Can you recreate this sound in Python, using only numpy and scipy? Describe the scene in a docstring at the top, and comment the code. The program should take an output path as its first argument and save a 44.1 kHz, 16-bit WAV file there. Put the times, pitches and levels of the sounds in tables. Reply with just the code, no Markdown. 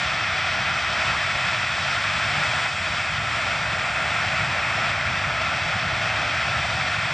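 """Idling jet freighter

A jet freighter idles on a runway, heard from far across a grass field, nearly in mono.
The exhausts rumble and roar as coloured noise, with low mids swallowed by the soft ground.
The fans rush in broad humps with faint whines, made as noise-modulated tones; the compressors hiss.
Level curves and slow random gains let the moving air make the sound swell and shimmer."""
import sys
import numpy as np
from scipy import signal
from scipy.fft import rfft, irfft, next_fast_len
from scipy.io import wavfile
from scipy.ndimage import uniform_filter1d

SR = 44100
rng = np.random.default_rng(int(sys.argv[2]) if len(sys.argv) > 2 else 0)


def waveform_to_disk(signal):
    """Save audio, clipped to [-1, 1], as 16-bit WAV at the path in sys.argv[1]."""
    frames = np.transpose(np.atleast_2d(signal))
    scaled = np.clip(frames, -1, 1) * 32767
    samples = np.round(scaled).astype(np.int16)
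    wavfile.write(sys.argv[1], SR, samples)


N = 314433


def from_db(db):
    """Level law: an amplitude gain is ten to the power of decibels over twenty."""
    return 10 ** (np.asarray(db) / 20)


def rms_one(x):
    """Energy normalisation: scale a signal to unit rms."""
    return x / np.sqrt(np.mean(x ** 2) + 1e-20)


def in_time(rows):
    """Linear interpolation: read each column of a level curve sample by sample."""
    seconds, *columns = np.transpose(rows)
    sample_times = np.arange(N) / SR
    return [np.interp(sample_times, seconds, column) for column in columns]


def at_hz(points, hz):
    """Logarithmic frequency scale: interpolate a spectrum between its points."""
    known_hz, values = np.transpose(points)
    return np.interp(np.log(hz), np.log(known_hz), values)


def bin_hz():
    """Discrete spectrum: the grid of frequencies [Hz] on which noise is coloured."""
    size = 2 * next_fast_len(N // 2 + 1)
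    return np.maximum(np.arange(size // 2 + 1) * SR / size, 1)


def noise(gain):
    """Spectral shaping: Gaussian bins weighted by a gain give coloured noise of unit rms."""
    real, imaginary = rng.standard_normal((2, len(gain)))
    return rms_one(irfft(gain * (real + 1j * imaginary))[:N])


def drift(rate_hz):
    """Low-pass random process: slow fluctuation of unit rms."""
    return noise(1 / (1 + (bin_hz() / rate_hz) ** 2))


def steady(x, size=7000):
    """Envelope normalisation: divide out the rms in a moving window of size samples."""
    return x / np.sqrt(uniform_filter1d(x ** 2, size) + 1e-12)


def flow(spectrum, shimmer_db, shimmer_hz):
    """Turbulent flow noise: a band of coloured noise, its level shimmering with eddies on the path."""
    hz = bin_hz()
    below = np.maximum(spectrum[0][0] - hz, 0)
    above = np.maximum(hz - spectrum[-1][0], 0)
    skirt = np.exp(-(below + above) / (.015 * hz))  # steep fall outside the band
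    rush = steady(noise(skirt * from_db(at_hz(spectrum, hz))), size=5000)
    return rush * from_db(shimmer_db * drift(shimmer_hz))


# Treble level on top of the overall swell: (time [s], hiss level [dB], sizzle level [dB])
TREBLE_LEVEL = [(0.0, 0.5, -0.8), (0.55, 1.1, -1.5), (1.3, 1, 0.9), (2.1, 1.5, 1.2), (2.5, 0.6, 2),
                (2.8, 0.9, 2.7), (3.1, 0, 0.7), (4.3, -1, 0.2), (4.7, -1.2, -1), (6.05, -0.3, -1.8),
                (6.6, 0.3, -0.5), (7.12, -0.2, -0.3)]


def treble_level():
    """Varying transmission: the level curves [dB] of hiss and sizzle."""
    return in_time(TREBLE_LEVEL)


# Colours of the compressor noise: (frequency [Hz], relative spectral level [dB per Hz])
HISS_SPECTRUM = [(2900, -5), (3130, 0.0), (3600, -2.5), (3770, -6.5), (3920, -6), (4060, -10), (4250, -6.5),
                 (4420, -11.5), (4620, -7), (4950, -8), (5250, -10), (5550, -8.5), (5880, -13.5),
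                 (6230, -14.5), (6500, -23)]
SIZZLE_SPECTRUM = [(6500, -7), (6700, -1), (6900, -4.5), (7160, 0.5), (7750, -1.5), (8000, -4),
                   (8350, -6.5), (9000, -14), (9550, -16.0), (9800, -19.5), (10600, -24), (11200, -40.5)]
HISS_DB, SIZZLE_DB = -33.5, -48.5  # dB, before the level curves


def compressors():
    """Flow noise and absorption: fast inner stages hiss; the top is dulled and wanders more in level."""
    hiss_db, sizzle_db = treble_level()
    hiss = flow(HISS_SPECTRUM, shimmer_db=0.5, shimmer_hz=13)
    sizzle = flow(SIZZLE_SPECTRUM, shimmer_db=0.5, shimmer_hz=12)
    return from_db(HISS_DB + hiss_db) * hiss + from_db(SIZZLE_DB + sizzle_db) * sizzle


# Colours of the exhaust noise: (frequency [Hz], relative spectral level [dB per Hz])
RUMBLE_SPECTRUM = [(20, -32), (40, -18), (55, -14), (67, -1.5), (78, -3), (87, 0), (102, 0.5), (125, 0),
                   (150, -2.5), (172, -6), (197, -8), (215, -11), (235, -14.5)]
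ROAR_SPECTRUM = [(235, -11.0), (300, -12.5), (400, -15.5), (450, -14.5), (535, -10.5), (570, -7.5),
                 (600, -2.8), (635, 0.3), (705, 0.56), (840, -3), (950, -5.5)]  # dips in the low mids
# Levels on top of the overall swell: (time [s], level [dB])
RUMBLE_LUMPS = [(0.0, -1), (0.22, -2.5), (0.55, -0.2), (0.85, -1), (1.03, -1), (1.25, -0.5), (2.15, -0.8),
                (2.45, 1), (2.62, -3), (2.85, 1), (3.03, -1.7), (3.24, 3.5), (3.42, -2.5), (3.6, 1.2),
                (3.85, -1.1), (4.22, -0.4), (4.38, 3), (4.62, -0.5), (4.86, 0.6), (5.28, 2), (5.52, -0.5),
                (5.85, 2.2), (6.33, -0.7), (6.5, 2), (6.8, 2), (7.12, -0.4)]
ROAR_SURGES = [(0.0, -1.5), (0.55, 0), (1.6, -1.2), (2.2, -0.7), (2.54, 0.5), (2.72, -0.8), (3.1, -0.8),
               (3.8, 1), (4.0, 1.5), (4.2, -0.5), (4.75, 0.5), (5.1, 0.2), (5.35, 1.1), (5.9, 0.6),
               (6.22, 2), (6.38, -0.3), (6.75, 1.7), (7.0, -1.7), (7.12, 1.5)]
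RUMBLE_DB, ROAR_DB = -36.1, -34.5  # dB, before the level curves


def exhaust():
    """Jet noise and ground effect: lumpy rumble and surging core roar, notched by the soft ground."""
    lumps_db, = in_time(RUMBLE_LUMPS)
    surge_db, = in_time(ROAR_SURGES)
    rumble = flow(RUMBLE_SPECTRUM, shimmer_db=1.44, shimmer_hz=12)
    roar = flow(ROAR_SPECTRUM, shimmer_db=0.74, shimmer_hz=11)
    return from_db(RUMBLE_DB + lumps_db) * rumble + from_db(ROAR_DB + surge_db) * roar


# Blade tones smeared by turbulence: (centre frequency [Hz], width [Hz], pitch waver [Hz rms],
# level against the fan rush [dB], change with the hiss level [dB per dB])
BLADE_TONES = [(1359, 8.4, 35, -16, 0), (1940, 9.7, 5, -31, 0), (2536, 4, 13.24, -20.3, 3.7),
               (2614, 6, 18, -26.5, 3), (3000, 7, 4, -33, 2), (3070, 3.7, 1.7, -30.5, 0.8),
               (4140, 4, 2, -32.5, 0.8)]
WHINE_FADE_DB, WHINE_FADE_HZ = 1.5, 6  # depth [dB rms] and pace [Hz] of the fading
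WHINE_WAVER_HZ = 6  # pace of the pitch waver


def blade_whines(hiss_db):
    """Spectral broadening: rough tones waver and fade independently, most rising with the hiss."""
    whines = 0
    for centre_hz, width_hz, waver_hz, db, follows in BLADE_TONES:
        pitch_hz = centre_hz + waver_hz * drift(WHINE_WAVER_HZ)
        phase = 2 * np.pi * np.cumsum(pitch_hz) / SR
        # independent random weights on cosine and sine widen the line
        tone = steady(drift(width_hz) * np.cos(phase) + drift(width_hz) * np.sin(phase))
        fade_db = WHINE_FADE_DB * drift(WHINE_FADE_HZ)
        whines = whines + from_db(db + follows * hiss_db + fade_db) * tone
    return whines


# Colour of the fan rush: (frequency [Hz], relative spectral level [dB per Hz])
FAN_SPECTRUM = [(950, -10), (1100, -7.0), (1240, -4.5), (1340, -0.9), (1430, -1.5), (1500, -4.0),
                (1600, -5), (1740, -3.5), (2000, -3.5), (2200, -4), (2550, -4), (2650, -4.5), (2760, -10),
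                (2900, -15)]
FAN_DB = -25.5  # dB, before the overall swell


def fans():
    """Broadband and tonal fan noise: air rushes through the intakes, with the blades whining in it."""
    hiss_db, _ = treble_level()
    rush = flow(FAN_SPECTRUM, shimmer_db=0.55, shimmer_hz=6.2)
    return from_db(FAN_DB) * (rush + blade_whines(hiss_db))


def eddies():
    """Scintillation: quick eddies on the path shake fans and compressors together."""
    return from_db(0.2 * drift(7))  # 0.2 dB rms, pace 7 Hz


# Overall level, swelling and sinking with the moving air: (time [s], level [dB])
AIR_SWELL = [(0.0, 1.1), (0.18, -0.5), (0.45, 0.3), (0.62, 0), (0.87, -0.6), (1.02, 1.2), (1.25, -0.2),
             (1.5, 0.8), (1.69, -1.1), (1.78, -0.2), (2.17, -0.1), (2.3, 1.1), (2.66, 0.3), (2.69, -1.1),
             (2.86, -1.5), (2.98, 0.2), (3.08, -1.5), (3.26, -1.4), (3.33, -0.3), (3.52, 0.2), (3.58, -0.7),
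             (3.9, -0.4), (4.2, 0.8), (4.6, 0.2), (4.86, 1.4), (4.94, -0.5), (5.35, -0.6), (5.5, 0.2),
             (5.72, 0.1), (5.83, -1), (6.02, 0.2), (6.72, 0.1), (6.84, 0.3), (7.12, -0.9)]


def air_swell():
    """Propagation through moving air: one gain curve for the whole sound."""
    swell_db, = in_time(AIR_SWELL)
    return from_db(swell_db)


# Stereo width: (frequency [Hz], side against mid level [dB])
STEREO_WIDTH = [(30, -13.0), (65, -36.5), (125, -42), (220, -21.5), (370, -11.0), (680, -26.5),
                (900, -16.0), (1450, -21.5), (1750, -16.5), (2300, -24.5), (2950, -17.0), (5500, -20),
                (6700, -14), (8800, -22)]
# Stereo lean: (frequency [Hz], left minus right level [dB])
STEREO_LEAN = [(150, 0), (290, 1.5), (440, -1.5), (820, 0.5), (1020, -2.8), (1400, -0.2), (1950, 1.5),
               (2250, 0.2), (2850, 1), (3300, 1.4), (5200, 0.5), (6400, 0), (7000, -1), (8700, -0.5)]


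def field(x, diffuse=0.4):
    """Interchannel coherence: two ports hear nearly the same, with a partly diffuse side and a lean."""
    hz = bin_hz()
    direct = rfft(x, 2 * (len(hz) - 1))
    # scatter from ground and trees arrives with random phase
    scatter = np.exp(2j * np.pi * rng.random(len(hz)))
    # a quarter-turn part makes a small phase difference between the ports
    phase = 1j * np.sqrt(1 - diffuse) + np.sqrt(diffuse) * scatter
    side = direct * from_db(at_hz(STEREO_WIDTH, hz)) * phase
    lean = from_db(at_hz(STEREO_LEAN, hz) / 2)
    left = direct * lean + side
    right = direct / lean - side
    return irfft(np.array([left, right]))[:, :N]


def scene():
    """Superposition: the engine sounds add and cross the field through moving air."""
    engines = exhaust() + eddies() * (compressors() + fans())
    return field(air_swell() * engines)


def record(dry):
    """Band limitation: an elliptic low-pass cuts the top steeply."""
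    # order 10, 0.1 dB ripple, 80 dB rejection, edge at 11200 Hz
    low_pass = signal.ellip(10, .1, 80, 11200, fs=SR, output="sos")
    return signal.sosfilt(low_pass, dry)


dry = scene()
out = record(dry)
waveform_to_disk(out)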